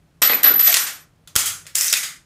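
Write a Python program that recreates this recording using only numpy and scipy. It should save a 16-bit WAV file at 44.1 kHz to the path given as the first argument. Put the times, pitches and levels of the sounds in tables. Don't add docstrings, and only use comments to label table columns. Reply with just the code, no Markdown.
import sys
import numpy as np
from scipy import signal
from scipy.fft import rfft, irfft
from scipy.io import wavfile
from scipy.ndimage import uniform_filter1d

SR = 44100
rng = np.random.default_rng(int(sys.argv[2]) if len(sys.argv) > 2 else 0)


def amplitude_ratio(level_db):
    exponent = np.asarray(level_db, float) / 20
    return 10 ** exponent


def materialize(psi):
    bounded = np.clip(np.atleast_2d(psi).T, -1, 1)
    quanta = np.round(bounded * 32767).astype(np.int16)
    wavfile.write(sys.argv[1], SR, quanta)


N = 99225
BOOST_DB = 2


def evened(x):
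    return x / np.sqrt(np.mean(x ** 2) + 1e-20)


def read(points, hz):
    f, value = np.transpose(points)
    return np.interp(np.log(hz + 1), np.log(f + 1), value)


def colour(x, points):
    hz = np.fft.rfftfreq(len(x), 1 / SR)
    return irfft(rfft(x) * amplitude_ratio(read(points, hz)), len(x))


def resonate(noise, hz, width_hz):
    turn = np.exp(2j * np.pi * np.cumsum(hz) / SR)
    r = np.exp(-np.pi * width_hz / SR)
    return (turn * signal.lfilter([1], np.poly([r, r]), noise / turn)).real


def add(mix, s, sound):
    part = mix[round(s * SR):][:len(sound)]
    part += sound[:len(part)]


def ring(modes, detune):
    t = np.arange(SR // 16) / SR
    out = np.zeros(len(t))
    for (hz, db, t60), (a, b) in zip(modes, rng.random((len(modes), 2))):
        fade = amplitude_ratio(db - 2 * b - 60 * t / np.clip(t60, .01, .045))
        out += fade * np.sin(2 * np.pi * hz * (1 + detune * (a - .5)) * t)
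    return out


def clack(modes, db, low_db, high_db, room_db):
    body = ring(modes, detune=0.1)
    t = np.arange(len(body)) / SR
    crack_t60, rise_s, modes_db, echo_modes_db = 0.013, 0.0012, -1, -33.5
    crack = rng.standard_normal(len(t)) * amplitude_ratio(-60 * t / crack_t60)
    tilt = [(60, low_db - 20.5), (250, low_db + 8.5), (800, low_db + 13.5), (1500, 0.014),
            (4500, 0.015), (7500, high_db), (15000, high_db - 8.5)]
    x = (crack + amplitude_ratio(modes_db) * body / np.sqrt(len(modes))) * np.minimum(t / rise_s, 1)
    blow = (t == 0) + amplitude_ratio(echo_modes_db) * body
    x, blow = [colour(np.pad(y, (300, 0)), tilt)[260:] for y in (x, blow)]
    x = amplitude_ratio(db + BOOST_DB) * x / abs(x).max()
    return x, amplitude_ratio(db + BOOST_DB + room_db + 8.5) * blow / np.linalg.norm(blow)


def strike_all(blows, modes, path):
    out = np.zeros((4, N))
    for k, (s, *how) in enumerate(blows):
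        direct, blow = clack(modes, *how)
        add(out[0], s - 40 / SR, direct)
        add(out[1 + (path + k) % 3], s - 40 / SR, blow)
    return out


# f/Hz, level/dB
FLOOR = [(18, -49.5), (30, -6.5), (124, -14), (161, -5), (199, -20.5), (295, -22), (328, -23.5),
         (9220, -45.5), (16000, -51)]


def floor():
    hz = np.fft.rfftfreq(N, 1 / SR)
    fan_hz, fan_width_hz = 160.2, 15
    fan = irfft(rfft(rng.standard_normal(N)) / (1 + ((hz - fan_hz) / fan_width_hz) ** 2), N)
    rumble = colour(rng.standard_normal(N), FLOOR)
    rumble = signal.lfilter(*signal.butter(2, 50, "high", fs=SR), rumble)
    return amplitude_ratio(-57.5) * evened(rumble) + amplitude_ratio(-85.5) * evened(fan)


# centre t/s, length t/s, level/dB
RINGS = [(0.223, 0.011, -12), (.236, 0.018, -6), (.253, 0.024, -9), (0.265, 0.0095, -9.5),
         (0.277, 0.01, -5.5), (0.295, 0.02, -13), (0.322, 0.053, -13), (0.333, 0.0094, -10.5),
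         (0.352, 0.027, -10.5), (0.434, 0.0075, -9), (0.447, 0.016, 0), (0.461, 0.015, -3.5),
         (0.48, 0.027, -2.5), (0.497, 0.011, -4), (0.519, 0.029, -8), (.545, 0.017, -10),
         (.565, .024, -9.5), (0.584, 0.017, -12), (0.6, 0.019, -5), (.611, 0.018, -6), (0.652, 0.058, -7),
         (0.678, 0.023, -5), (0.7, 0.027, -9.5), (.73, 0.026, -12.5), (0.806, 0.055, -21),
         (0.841, 0.043, -23), (0.897, 0.054, -36), (0.947, 0.06, -40.5), (1.018, 0.076, -51.5),
         (0.383, 0.059, -24.5)]


def case():
    out = np.zeros(N)
    for (s, length, db), (a, b) in zip(RINGS, rng.random((len(RINGS), 2))):
        t = np.arange(0, 1.05 * length, 1 / SR)
        hz = 12000 + 80 * (a - .5)
        swell = np.sin(np.pi * (t / t[-1]) ** .9)
        add(out, s - t[-1] / 2, amplitude_ratio(db + BOOST_DB) * swell * np.sin(2 * np.pi * (hz * t + b)))
    return out


# t/s, peak level/dB, low level/dB, high level/dB, room level/dB
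BOUNCES = [(.2196, -1.5, -10, 3.5, -2.5), (.2241, 2.5, -20.5, -4, 5), (.2955, -5.5, -14, -41, 5.5),
           (.3335, -15.5, -36, 2, 6.5), (.4334, -5, -22, 0.5, 5.5), (.4405, -12, -18, -22, 17.5),
           (.4645, -8, -16.5, -7, 6.5), (.593, -10.5, -21.5, -1, 10), (.5973, -13, -25, -9, 5.5),
           (.6642, -8.5, -28, -5, 7), (.6745, -5, -26.5, -6, 5)]
# f/Hz, level/dB, t60 t/s
CARTRIDGE = [(300, -11, 0.0093), (574, -11, 0.019), (1390, -12.5, 0.014), (1990, 2.5, 0.0098), (5500, -1, 0.017),
             (8270, 4, 0.0046)]


def bounces():
    return strike_all(BOUNCES, CARTRIDGE, path=0)


# f/Hz, t60 t/s
ROOM = [(150, 0.64), (400, 0.5), (1200, 0.45), (3000, 0.34), (7000, 0.34), (12000, 0.31), (16000, 0.21)]


def room(x):
    taps = np.zeros(SR * 3 // 4)
    at = np.arange(60, len(taps) - 12, 12)
    build_up = np.minimum(at / SR / 0.0059, 1)
    taps[at + rng.integers(0, 12, len(at))] = rng.choice([-1., 1.], len(at)) * build_up
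    hz, t, z = signal.stft(taps, SR, nperseg=256)
    fade = amplitude_ratio(-60 * t / np.clip(read(ROOM, hz), .05, 2)[:, None])
    tail = signal.istft(z * fade, SR, nperseg=256)[1]
    return signal.fftconvolve(x, tail / np.linalg.norm(tail))[:N]


# t/s, f/Hz, peak level/dB, t60 t/s
TICKS = [(.2335, 5200, -27, .02), (0.254, 5400, -14, .015), (.3035, 2110, -13, 0.014),
         (0.317, 4000, -19, .012), (.3325, 2350, -7, 0.019), (1.2734, 3920, -34.5, .05),
         (0.447, 1960, -4, 0.0094), (.468, 1330, -10.5, 0.029), (0.4832, 1920, -5.5, 0.013),
         (.4425, 14040, -14.5, .05), (0.493, 1440, -14, .015), (.5945, 13500, -12, .03),
         (.6478, 6820, -16.5, 0.016), (.662, 8000, -13, .009), (0.6683, 8200, -16, 0.012),
         (0.6733, 3740, -7, .015), (0.6763, 5830, -5.5, .02), (0.698, 3330, -16.5, .02),
         (.727, 2034, -9, 0.013), (0.7262, 6270, -7, .012), (0.7482, 6240, -14, .01),
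         (0.756, 4740, -11, 0.0079), (0.7636, 7450, -17, 0.012), (0.7687, 6070, -6, 0.021),
         (.769, 1330, -11.5, 0.008), (0.7461, 5800, -7, .008), (.2965, 450.6, -18.5, .03),
         (0.772, 3870, -10.5, .015), (1.8175, 8400, -21, 0.0068), (.669, 13800, -12.5, .05),
         (1.835, 6000, -16, .01), (1.844, 8060, -11, 0.0073), (1.865, 7050, -16, 0.011),
         (1.87, 10000, -12, .008), (1.881, 5400, -9, .008), (1.8106, 5630, -4, .008),
         (1.898, 8400, -11.5, .007), (1.906, 8800, -20, 0.0054), (1.9247, 6800, -10, 0.011),
         (1.9299, 2900, -8, .012), (1.9284, 5500, -4, .009), (1.938, 3800, -4, 0.0083),
         (1.928, 11500, -8, .006), (1.9415, 5260, -14, .01)]


def ticks():
    out, t = np.zeros(N), np.arange(SR // 20) / SR
    for s, hz, db, t60 in TICKS:
        x = resonate(rng.standard_normal(len(t)), np.full(len(t), hz), width_hz=.25 * hz)
        x = x * np.minimum(t / 0.00093, 1) * amplitude_ratio(-60 * t / t60)
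        add(out, s, amplitude_ratio(db) * x / abs(x).max())
    return out


# start t/s, length t/s, first f/Hz,
# last f/Hz, level/dB
KNOCKS = [(0.31, 0.079, 510, 330, -29.5), (.465, .15, 750, 147, -28), (.435, 0.13, 1750, 1330, -22),
          (.665, .13, 720, 620, -29.5), (1.94, 0.26, 2020, 2040, -36), (1.365, 0.27, 1320, 1540, -43),
          (1.365, 0.21, 3200, 3340, -30), (0.27, .09, 2070, 2200, -27.5), (1.884, 0.027, 6200, 5700, -21.5),
          (1.899, 0.041, 4100, 8000, -25), (1.955, 0.044, 2410, 2620, -22)]


def knocks():
    out = np.zeros(N)
    for s, length, first_hz, last_hz, db in KNOCKS:
        u = np.linspace(0, 1, round(length * SR))
        hz = first_hz * (last_hz / first_hz) ** u
        body = resonate(rng.standard_normal(len(u)), hz, width_hz=183 + .04 * first_hz)
        add(out, s, amplitude_ratio(db) * np.minimum(u * 20, 1) * (1 - u) * evened(body))
    return out


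# t/s, peak level/dB, low level/dB, high level/dB, room level/dB
CLOSING = [
    (.6465, -16, -33, -2.5, 7),
    (.70, -15.5, -24, -2.5, 5),
    (.726, -7.5, -30.5, -8.5, 1.5),
    (.7413, 3.5, -31.5, 2, 0),
    (.7463, -2, -39.5, 1.5, 4.5),
    (.7629, -6, -21.5, 1.5, -5),
    (.7685, -1, -24, 4, 4.5),
    (.8642, -21.5, -24.5, 0.5, 16),
]
# f/Hz, level/dB, t60 t/s
BOLT = [(1510, -13.5, 0.015), (2050, -5.5, 0.013), (3660, -7.5, 0.017), (5800, -15.5, .015),
        (7460, -21, .015)]


def closing():
    return strike_all(CLOSING, BOLT, path=2)


# start t/s, end t/s, level/dB
SLIDES = [
    (0.647, 0.73, -23.5),
    (1.747, 1.884, -26.5),
    (1.959, 1.985, -23),
]
# f/Hz, level/dB
SCRAPE = [(180, -66), (300, -32.5), (1460, -19), (2030, -9.5), (4020, -16), (6100, -5), (10200, -10.5),
          (15000, -9.5), (16000, -39.5)]
# t/s, f/Hz
RAIL = [(1.75, 5090), (1.84, 5500), (1.87, 6600), (1.9, 4540), (1.93, 6500)]


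def slides():
    t = np.arange(N) / SR
    scrapes_per_s, spread_db, edge_s = 12000, 1.8, .012
    hits = rng.random(N) < scrapes_per_s / SR
    grit = amplitude_ratio(spread_db * np.minimum(rng.exponential(1, N), 5)) * hits * rng.standard_normal(N)
    stroke = np.zeros(N)
    for start, end, db in SLIDES:
        stroke += amplitude_ratio(db + BOOST_DB) * np.clip(np.minimum(t - start, end - t) / edge_s, 0, 1)
    squeal = resonate(grit, np.interp(t, *np.transpose(RAIL)), width_hz=800)
    squeal = amplitude_ratio(-9) * (t > RAIL[0][0]) * evened(squeal)
    return stroke * (evened(colour(grit, SCRAPE)) + squeal)


# t/s, peak level/dB, low level/dB, high level/dB, room level/dB
HAMMER = [
    (1.1594, -54.5, -15, 6.5, -19.5),
    (1.274, -30, -15.5, 3.5, 3.5),
    (1.281, -44, -29.5, 15.5, -2),
    (1.3545, -7.5, -10.5, 5, -5),
    (1.3615, 5.5, -21.5, 4.5, 0),
    (1.3833, -8, -56, 10, 12.5),
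    (1.4573, -13, -29.5, 8, 14.5),
]
# f/Hz, level/dB, t60 t/s
STRIKER = [(1425, 0.5, 0.016), (3310, -6, 0.052), (5230, 1.5, 0.014), (6500, 4.5, 0.0079), (7570, 1, 0.016),
           (9740, 1, 0.018), (13720, -1, 0.046)]


def hammer():
    return strike_all(HAMMER, STRIKER, path=1)


def thump():
    t = np.arange(N) / SR
    u = np.maximum(t - 1.361, 0)
    v = np.clip((t - 1.437) / 0.12, 0, 1)
    hum_hz = 98.9
    knock = amplitude_ratio(-8 - 60 * u / 0.017) * np.sin(2 * np.pi * 91.4 * u)
    shiver = amplitude_ratio(-42 - 60 * u / 1.12) * np.sin(2 * np.pi * hum_hz * u)
    sway = amplitude_ratio(-47 - 60 * u / 0.8) * np.sin(2 * np.pi * 30 * u)
    beat = 1 + np.cos(2 * np.pi * 26 * u) / np.pi
    hum = amplitude_ratio(-42) * np.sin(np.pi * v) ** 0.32 * beat * np.sin(2 * np.pi * hum_hz * t)
    return knock + shiver + sway + hum


# t/s, peak level/dB, low level/dB, high level/dB, room level/dB
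OPENING = [(1.655, -38, -18, -15, -3), (1.666, -26, -25, -2.5, 3), (1.671, -27.5, -27, 11.5, 0.5),
           (1.7505, -18, -24, 10, -22), (1.7535, -1, -32, 12, 3.5), (1.7828, -6.5, -34, 12, -8),
           (1.8093, -3, -30, 10.5, 4.5), (1.8812, -15.5, -41, 6, 4), (1.8985, -19, -37, 8.5, 12),
           (1.9275, 2, -25, 9, 0.5), (1.9368, 0, -49, 1.5, -2.5), (2.0295, -18.5, -30.5, 2.5, 14)]
# f/Hz, level/dB, t60 t/s
LEVER = [(600, -2, 0.034), (1997, -11, 0.071), (2586, -6.5, 0.033), (3706, -3.5, 0.027),
         (5335, 7.5, 0.0086), (7090, 0.5, 0.013), (8660, 1, 0.0076), (10000, -13, 0.024)]


def opening():
    return strike_all(OPENING, LEVER, path=2)


def scene():
    hits = bounces() + closing() + hammer() + opening()
    near, sends = hits[0], hits[1:]
    grit, brass, rattle = slides(), case(), ticks()
    sends[0] += grit
    sends[1] += amplitude_ratio(-17) * brass
    wet = sum(room(x) for x in sends) + amplitude_ratio(-7.5) * room(rattle)
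    return (near + grit + brass + rattle + wet + thump() + knocks())[None]


def top_cut(x):
    return signal.sosfilt(signal.butter(12, 16780, fs=SR, output="sos"), x)


def record(dry):
    dry = signal.lfilter(*signal.butter(1, 67.3, "high", fs=SR), dry)
    power = uniform_filter1d(dry[0] ** 2, 200)
    power_db = 10 * np.log10(abs(power) + 1e-12)
    fall = np.arange(N) * 135.5 / SR
    over_db = np.maximum(np.maximum.accumulate(power_db + fall) - fall + 18, 0)
    r = np.exp(-1 / (0.0032 * SR))
    squeeze_db = .25 * signal.lfilter([1 - r], [1, -r], over_db)
    under_db = np.clip(-46 - uniform_filter1d(power_db, 800), 0, 30)
    gated = dry / amplitude_ratio(0.38 * under_db)
    dip_hz, dip_width_hz = 958, 150
    dip = signal.lfilter(*signal.iirpeak(dip_hz, dip_hz / dip_width_hz, fs=SR), gated)
    x = np.tanh((gated - .4 * dip) / amplitude_ratio(squeeze_db) + floor())
    edge = signal.firwin(255, 15550, window=("kaiser", 7), fs=SR)
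    x = signal.oaconvolve(x, edge[None], "same")
    return top_cut(x)


dry = scene()
out = record(dry)
materialize(out)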